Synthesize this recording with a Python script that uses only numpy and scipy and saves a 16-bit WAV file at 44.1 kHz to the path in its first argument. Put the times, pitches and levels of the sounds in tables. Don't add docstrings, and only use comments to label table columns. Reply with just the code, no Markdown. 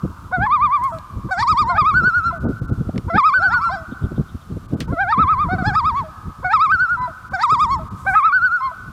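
import sys
import numpy as np
from scipy import signal
from scipy.fft import rfft, irfft, next_fast_len
from scipy.io import wavfile
from scipy.ndimage import uniform_filter1d, map_coordinates

SR = 44100
rng = np.random.default_rng(int(sys.argv[2]) if len(sys.argv) > 2 else 0)


def makeup_ratio(level_db):
    decades = np.asarray(level_db, float) / 20
    return 10 ** decades


def transcribe(signal):
    frames = np.atleast_2d(signal).T
    limited = np.clip(frames, -1, 1)
    pcm = np.round(limited * 32767).astype(np.int16)
    wavfile.write(sys.argv[1], SR, pcm)


N = 393372


def unit(x):
    return x / np.sqrt(np.mean(x ** 2) + 1e-20)


def along(points, hz):
    f, v = np.transpose(points)
    return np.interp(np.log(hz + 1), np.log(f + 1), v)


def wobble(rate):
    return map_coordinates(rng.standard_normal(int(N * rate / SR) + 4), [np.arange(N) * rate / SR])


def filtered(x, response):
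    m = next_fast_len(len(x) + 8192)
    return irfft(rfft(x, m) * response(np.fft.rfftfreq(m, 1 / SR)), m)[:len(x)]


def noise(spectrum):
    return unit(filtered(rng.standard_normal(N), lambda hz: makeup_ratio(along(spectrum, hz))))


def bell(hz, centre_hz, octaves):
    return np.exp(-.5 * (np.log2((hz + 1) / centre_hz) / octaves) ** 2)


def add(track, s, sound):
    part = track[round(s * SR):][:len(sound)]
    part += sound[:len(part)]


# frequency in Hz, level in dB.
THROAT = [(400, -10), (750, 2.5), (1200, -1.5), (1550, 6.5), (1900, -10), (2350, -7), (2900, -30),
          (3250, -7), (3800, -10.5), (4700, -11), (5400, -21.5), (6100, -38.5), (6800, -24.5),
          (11000, -35.5)]


def partial_levels(k, pitch, effort_db, straining, glint, colour):
    second_db, third_db, bill_db = colour
    hz = k * pitch
    source_db = -7 * (k - 1) ** 0.77
    source_db = source_db + (second_db + 0.35 * effort_db) * (k == 2) + third_db * (k == 3)
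    push_db = effort_db * np.where(hz < 5200, 1.1, -.2)
    source_db = source_db + (push_db - 4 * straining) * (hz > 2800)
    source_db = source_db + 5.5 * glint * np.clip(hz / 1500 - 1.5, 0, 1)
    throat_db = along(THROAT, hz) - along(THROAT, pitch)
    return source_db + throat_db + bill_db * np.clip(hz / 1300 - 2.1, 0, 2.2)


THIRD_LINES = {(3, "middle"): -32, (7, "middle"): -44.5, (8, "middle"): -38.5, (9, "middle"): -30.5}
TIRING = {(4, "middle"): 1.1, (2, "middle"): 0.8}
CRACK_S = {(1, "low"): 0.061, (2, "low"): 0.035, (5, "low"): 0.073}


def loons():
    voice, flutter, shimmer, rasp = np.zeros(N), wobble(90), wobble(120), wobble(350)
    glint = np.minimum([wobble(60) for _ in range(12)], 1.1)
    k = np.arange(1, 13)[:, None]
    for index, i, hz, push, colour in notes():
        t = i / SR
        to_break = 1 - (t[-1] - t) / CRACK_S.get(index, 0.022)
        straining = (hz[0] < 850 < hz[-1]) * np.clip(to_break, 0, 1)
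        opening = (850 > hz[0] > 660) * np.exp(-(t - t[0]) / 0.0077)
        pitch = hz * (1 + 0.0017 * flutter[i])
        pitch *= 1 + .012 * np.sqrt(straining) * rasp[i]
        pitch *= 1 - 0.076 * opening
        phase = 2 * np.pi * np.cumsum(pitch) / SR
        gain = push * makeup_ratio(.5 * shimmer[i]) * (1 - .9 * opening)
        effort_db = 20 * np.log10(gain / gain.max() + 1e-6)

        progress = (t - t[0]) / (t[-1] - t[0])
        uneven = 1 + TIRING.get(index, 0) * progress ** 4 * np.cos(phase / 3) * (k > 1)
        alternating = np.cos(phase / 2 + 4.1 * flutter[i])
        uneven = uneven + 0.61 * np.sqrt(straining) * alternating * (k > 1)

        levels_db = partial_levels(k, pitch, effort_db, straining, glint[:, i], colour)
        partials = np.sin(k * phase + rng.uniform(0, 2 * np.pi, k.shape))
        wave = np.sum(uneven * makeup_ratio(levels_db) * partials, 0)
        thirds = sum(np.sin(phase * third / 3) for third in (2, 4, 5))
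        wave += makeup_ratio(THIRD_LINES.get(index, -120) + .8 * effort_db) * thirds
        edge = np.clip(np.minimum(t - t[0], t[-1] - t) / 0.006, 0, 1)
        voice[i] += np.sqrt(2) * gain * edge * wave
    return voice


# second partial in dB, third partial in dB, bill in dB.
SCOOP_COLOUR = (8.5, -2.5, -2)
SCOOPS_S = [0.015, 0.025, 0.058, 0.049, 0.0076, 0.018, 0.018, 0.022, 0.019, 0.016]


def scoop(index, call, overlap_s):
    s, crest_hz, _, _, db = next(iter(call.values()))
    i = np.arange(round((s - SCOOPS_S[index]) * SR), round((s + overlap_s) * SR))
    x = np.linspace(0, 1, len(i))
    pitch = crest_hz * (0.6 + (0.8 - 0.6) * x)
    gain = makeup_ratio(db - 20 * (1 - x) - 14.5 * x)
    return None, i, pitch, gain, SCOOP_COLOUR


def blend(low, high, u, power):
    return (low ** power + (high ** power - low ** power) * u) ** (1 / power)


# start in seconds, crest pitch in Hz,
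# dip pitch in Hz, drift in Hz, crest level in dB.
LAUGHS = [
    {"low": (0.325, 749.5, 658, 149.5, -20.5), "middle": (0.466, 1231, 971, -230, -11), "close": (0.92, 679.5, 677.5, -58.5, -24.5)},
    {"low": (1.31, 773.5, 659, 240.5, -20), "middle": (1.428, 1279.5, 920, -380, -11), "close": (1.758, 682, 684, -28.5, -27)},
    {"low": (3.4, 808.5, 619, 208.5, -25.5), "middle": (3.538, 1199, 896, -100, -20.5), "coda": (3.698, 801.5, 671, -24.5, -24.5)},
    {"catch": (4.925, 720.5, 639, -24, -25.5), "low": (4.968, 797, 641.5, 150, -19.5), "middle": (5.126, 1323, 997.5, -180, -10.5), "coda": (5.487, 765, 702.5, -38.5, -20.5)},
    {"catch": (5.584, 784, 703.5, -17.5, -21), "low": (5.63, 852, 661, 100, -21), "middle": (5.754, 1295, 921, -300, -13), "close": (6.035, 664, 663.5, -49, -30)},
    {"low": (7.335, 792.5, 663, 228.5, -21), "middle": (7.436, 1288, 932.5, -340, -10.5), "close": (7.793, 653.5, 655.5, -26.5, -30)},
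]
YODELS = [
    {"low": (1.695, 730.5, 640, 178.5, -23), "middle": (1.781, 1247, 1001.5, 65, -10), "high": (1.941, 1515, 1314.5, -170, -11), "step": (2.31, 1061.5, 1006.5, 29, -21), "close": (2.327, 708, 710, -100, -28)},
    {"low": (3.1, 720, 650, 192.5, -19.5), "middle": (3.181, 1268.5, 983, 42.5, -8.5), "high": (3.341, 1534, 1326, -190, -11.5), "step": (3.691, 1065, 1013, 28, -17.5)},
    {"low": (6.445, 757, 690.5, 186.5, -19.5), "middle": (6.536, 1299, 1005.5, 41, -9.5), "high": (6.721, 1534.5, 1313.5, -130, -11.5), "step": (6.972, 1019, 986.5, -37, -21), "close": (7.078, 697, 698, -79, -27.5)},
    {"low": (8.065, 787, 697.5, 84, -19), "middle": (8.154, 1294, 1029.5, 59.5, -9), "high": (8.326, 1522.5, 1339, -100, -11), "step": (8.608, 1077, 1016.5, -31.5, -19), "close": (8.715, 684.5, 693, -63, -36)},
]
# first dip in seconds, throb period in seconds,
# end in seconds, bill in dB, third partial in dB.
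BREATHS = [(0.388, 0.099, 0.99, -8.5, -2.5), (1.358, 0.093, 1.81, 5, -1), (3.387, 0.09, 3.85, -3, -5.5),
           (4.966, 0.096, 5.58, -6.5, 0.5), (5.627, 0.095, 6.095, 2.7, -1), (7.379, 0.094, 7.84, 3.5, -0.5),
           (1.741, 0.093, 2.39, -2.5, 0.5), (3.126, 0.093, 3.715, -2.5, -0.5),
           (6.489, 0.0947, 7.115, -2, 2), (8.124, 0.092, 8.74, -11, 0.5)]
TURNS_DB = [-5, -3.5, 3.5, 0.5, -3, 0.5, 1.5, 3, -1.5, 11]
# second partial in dB, third partial in dB,
# partials over the bill's corner in dB, kick at the jump in dB.
TONE = [
    {"catch": (5, 1.9, 4.4, 0.3), "low": (7.2, 3.2, 8.8, 0.3), "middle": (-7.5, -5.5, 0.75, 1.5), "close": (2.5, -8, -0.8, -3), "coda": (2.5, 3.3, 11, 0.3)},
    {"low": (7.9, 8.2, 8.7, 0.3), "middle": (-3.5, -6.5, 1.7, 0), "high": (-3, -2, 2, 0.5), "step": (-7, -12.5, -1.5, -1.5), "close": (3.5, -6, -4.7, 5.2)},
]
LAUGH_RUN = {"catch": (0.5, -0.1, 6.5, -8, -2), "low": (3, 1.5, 8.5, 2.5, -1),
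             "middle": (3.5, 0.22, 10.5, -9.5, -9.5), "close": (1.5, 2.5, 1.5, -16.5, -11.5),
             "coda": (1.9, 2, 3.5, -5, -18)}
YODEL_RUN = {"low": (2.5, 1.1, 7.2, 2.1, 1.8), "middle": (1.5, 1.46, 8.5, -2.9, -4.5),
             "high": (2.5, 0.43, 12.5, -6, -10), "step": (2, 1, 3.5, 3, -12),
             "close": (1.3, 1.3, 1.3, -16.5, -23.5)}
# throbs lost by the end, time constant in seconds, later lean of the crests.
FATIGUE = [(0.3, 0.12, 0.4), (0.3, 0.13, 0.15)]
ROUNDNESS = (1.8, 1.5)


def notes():
    overlap_s, kick_s = 0.004, 0.02
    ahead = 0.02
    for index, (call, breath) in enumerate(zip(LAUGHS + YODELS, BREATHS)):
        dip_s, period, end, breath_bill_db, breath_third_db = breath
        bird = int("high" in call)
        run, tone = (LAUGH_RUN, YODEL_RUN)[bird], TONE[bird]
        lag, lag_s, late = FATIGUE[bird]
        starts = [row[0] for row in call.values()]
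        yield scoop(index, call, overlap_s)
        for (name, (s, crest, dip, drift, db)), to in zip(call.items(), starts[1:] + [end]):
            i = np.arange(round((s - overlap_s) * SR), round((to + overlap_s) * SR))
            t = i / SR
            power, share, depth_db, crests_db, dips_db = run[name]
            x = np.clip((t - s) / (to - s), 0, 1) ** power
            tired = np.exp(np.minimum(t - starts[-1], 0) / lag_s)
            throbs = (t - dip_s) / period - lag * tired
            lean = 1.12 + late * tired
            if name == "coda":
                throbs = np.minimum(throbs, np.round(throbs[0]) + .96)

            def push(lead):
                return np.abs(np.sin(np.pi * ((throbs + lead) % 1) ** lean)) ** ROUNDNESS[bird]

            pitch = blend(dip + share * drift * x, crest + drift * x, push(0), power=2.5)
            dip_gain, crest_gain = makeup_ratio(db - depth_db + dips_db * x), makeup_ratio(db + crests_db * x)
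            gain = blend(dip_gain, crest_gain, push(ahead), power=0.98)
            second_db, third_db, bill_db, kick_db = tone[name]
            gain = gain * makeup_ratio(kick_db * np.exp(-np.abs(t - s) / kick_s))
            turn_db = TURNS_DB[index] * (t - starts[0]) / (end - starts[0])
            colour = second_db, third_db + breath_third_db, bill_db + breath_bill_db + turn_db
            yield (index, name), i, pitch, gain, colour


# delay in seconds, level in dB.
SHORE = [(0, -20.5), (.1, -27), (.3, -21.5), (0.599, -28), (1, -47), (1.601, -36.5)]
# frequency in Hz, level in dB.
TREES = [(500, -1.5), (1300, 4), (5000, -3.5), (10000, -32)]


def shore(voice):
    s, db = np.transpose(SHORE)
    t = np.arange(round(s[-1] * SR)) / SR
    out = np.zeros(N)
    hop = SR // 4
    for start in range(0, N, hop):
        piece = voice[start:start + 2 * hop]
        piece = piece * np.hanning(2 * hop)[:len(piece)]
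        tail = rng.standard_normal(len(t)) * makeup_ratio(np.interp(t, s, db)) / np.sqrt(SR / 2)
        add(out, start / SR, signal.fftconvolve(piece, tail))
    fading = makeup_ratio(-41 - 14 * np.arange(N) / SR)
    earlier = fading * noise([(700, -47), (900, -7), (1200, -2), (1550, -9.5), (1800, -45)])
    return filtered(out, lambda hz: makeup_ratio(along(TREES, hz))) + earlier


# time in seconds, rumble level in dB.
BREEZE = [(0.0, -42), (0.32, -42), (0.45, -32.5), (0.62, -41), (0.82, -39.5), (1.12, -40), (2.11, -37),
          (2.63, -31), (2.98, -36.5), (3.43, -47.5), (4.12, -36), (4.3, -43.5), (5.71, -34), (5.81, -41),
          (7.43, -44), (8.02, -39), (8.42, -47.5), (8.92, -50.5)]
# frequency in Hz, density in dB per Hz.
RUMBLE = [(12, -45.5), (20, 7), (85, 10), (205, -0.5), (256, -7), (295, -8.5), (387, -14.5), (532, -24),
          (900, -33.5), (1170, -70), (1980, -120)]


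def breeze():
    s, db = np.transpose(BREEZE)
    lumps = makeup_ratio(2 * wobble(10) + 6 * wobble(28))
    strength = makeup_ratio(np.interp(np.arange(N) / SR, s, db) + 11.0)
    return strength * unit(lumps * noise(RUMBLE))


# centre in seconds, peak level in dB, frequency in Hz, length in seconds.
THUMPS = [(0.047, -9, 145, 0.017), (0.388, -12.5, 134, 0.016), (1.258, -17, 127, 0.025),
          (1.827, -14.5, 108.5, 0.012), (2.036, -15.5, 212, 0.029), (2.078, -15, 125, 0.0087),
          (2.457, -8.5, 233, 0.026), (2.498, -10, 196, 0.029), (2.621, -12.5, 124, 0.01),
          (2.715, -8, 171, 0.027), (2.815, -9, 153, 0.015), (2.895, -14, 225, 0.0073),
          (2.967, -11, 185, 0.039), (3.076, -14, 109, 0.017), (3.159, -8, 193, 0.03),
          (3.925, -19, 157.5, 0.012), (4.12, -17.5, 160, 0.013), (4.182, -13, 163.2, 0.0049),
          (4.202, -7.5, 144, 0.016), (4.351, -15, 113, 0.011), (4.522, -16, 132, 0.025),
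          (4.571, -19, 173, 0.012), (4.743, -7, 174, 0.026), (4.812, -18, 161.5, 0.037),
          (4.929, -9.5, 165, 0.015), (5.194, -11, 195, 0.024), (5.536, -12, 195, 0.024),
          (5.626, -11.5, 161, 0.0053), (5.719, -16, 127, 0.011), (7.528, -16.5, 193, 0.0067)]


def eddies():
    out, t = np.zeros(N), np.arange(-SR // 20, SR // 20) / SR
    for s, db, hz, length in THUMPS:
        shape = np.exp(-.5 * (t / (0.5 * length)) ** 2)
        sway = np.cos(2 * np.pi * hz * t + rng.uniform(0, 2 * np.pi))
        rough = filtered(rng.standard_normal(len(t)), lambda f: bell(f, 0.75 * hz, octaves=0.97))
        push = shape * (sway + 1.58 * unit(rough))
        start = s + t[0]
        skipped = max(round(-start * SR), 0)
        add(out, max(start, 0), makeup_ratio(db + 0.5) * push[skipped:] / np.abs(push).max())
    return out


# time in seconds, peak level in dB, rattle T60 in seconds, centre in Hz.
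TICKS = [
    (0.838, -32, 0.07, 7130),
    (0.986, -29.5, 0.02, 2940),
    (2.979, -21.5, .02, 1790),
    (4.805, -18, 0.09, 2100),
    (2.96, -35, 0.018, 1500),
    (4.737, -40, .006, 2500),
    (4.804, -20.5, .006, 4500),
    (8.099, -44, 0.016, 7020),
]


def ticks():
    out, t = np.zeros(N), np.arange(SR // 8) / SR
    for s, db, t60, hz in TICKS:
        decay = makeup_ratio(-60 * t / 0.0073) + makeup_ratio(-60 * t / t60)
        crack = np.pad(rng.standard_normal(len(t)) * decay, (50, 0))
        crack = filtered(crack, lambda f: bell(f, hz, octaves=1.0))
        add(out, s - 50 / SR, makeup_ratio(db) * crack / np.abs(crack).max())
    return out


# start in seconds, end in seconds, level in dB.
RUBS = [
    (0.838, 1.01, -58),
    (7.899, 8.301, -53.5),
]


def rubs():
    out = np.zeros(N)
    rub = noise([(2500, -30.5), (5000, -4.0), (8000, 0), (11000, -6), (16000, -14.5)])
    for start, end, db in RUBS:
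        i = np.arange(round(start * SR), round(end * SR))
        out[i] += makeup_ratio(db) * np.hanning(len(i)) ** 0.81 * (rub * makeup_ratio(3.7 * wobble(25)))[i]
    return out


# start in seconds, level in dB.
CHIRPS = [(3.91, -53), (4.03, -53), (4.155, -53), (4.279, -54), (4.404, -56)]


def insect():
    out, t = np.zeros(N), np.arange(round(0.032 * SR)) / SR
    for s, db in CHIRPS:
        warble = np.cos(2 * np.pi * 100 * t + rng.uniform(0, 2 * np.pi))
        hz = 3500 + 330 * warble - 5000 * t
        tone = np.sin(2 * np.pi * np.cumsum(hz) / SR)
        add(out, s, makeup_ratio(db + 2.2 * warble) * np.hanning(len(t)) ** 0.3 * tone)
    return out


# frequency in Hz, density in dB per Hz.
HISS = [(290, -36), (500, -11), (946, -8), (1230, 1), (1510, -11), (2010, -19.5), (3590, -19.5),
        (15100, -30), (16000, -46)]
# frequency in Hz, level in dB.
WHINE = [(7628, -78), (10163, -82.5)]


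def camera():
    t = np.arange(N) / SR
    lines = sum(makeup_ratio(db + 2 * wobble(3)) * np.sin(2 * np.pi * hz * t) for hz, db in WHINE)
    return makeup_ratio(-49.5) * noise(HISS) + lines


def ducked(faint, voice):
    power = np.abs(uniform_filter1d(voice ** 2, SR // 8))
    return faint * (1 + power / makeup_ratio(-35.0)) ** -.22


GAPS = [(0.558), (0.62), (0.921), (1.369), (1.649), (1.732), (2.393), (2.458), (2.476), (2.608), (2.67),
        (2.713), (3.269), (4.675), (4.76), (4.867), (7.002), (7.299), (7.77), (7.897), (8.305), (8.344)]


def starved(faint):
    keep, dip = np.ones(N), np.hanning(round(.03 * SR)) ** 0.75
    for s in GAPS:
        add(keep, s - .015, -.95 * dip)
    treble = filtered(faint, lambda hz: np.clip((hz - 1700) / 200, 0, 1))
    return faint + (np.abs(keep) - 1) * treble


def scene():
    voice = loons()
    faint = shore(voice) + insect() + ducked(camera(), voice)
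    wind = breeze() + eddies()
    grip = ticks() + rubs()
    return (voice + wind + grip + starved(faint))[None]


def top_cut(x):
    return signal.sosfilt(signal.butter(12, 16160, fs=SR, output="sos"), x)


def record(dry):
    sensed = filtered(dry[0], lambda hz: (1j * hz / (45 + 1j * hz)) ** 2)
    return top_cut(sensed[None])


dry = scene()
out = record(dry)
transcribe(out)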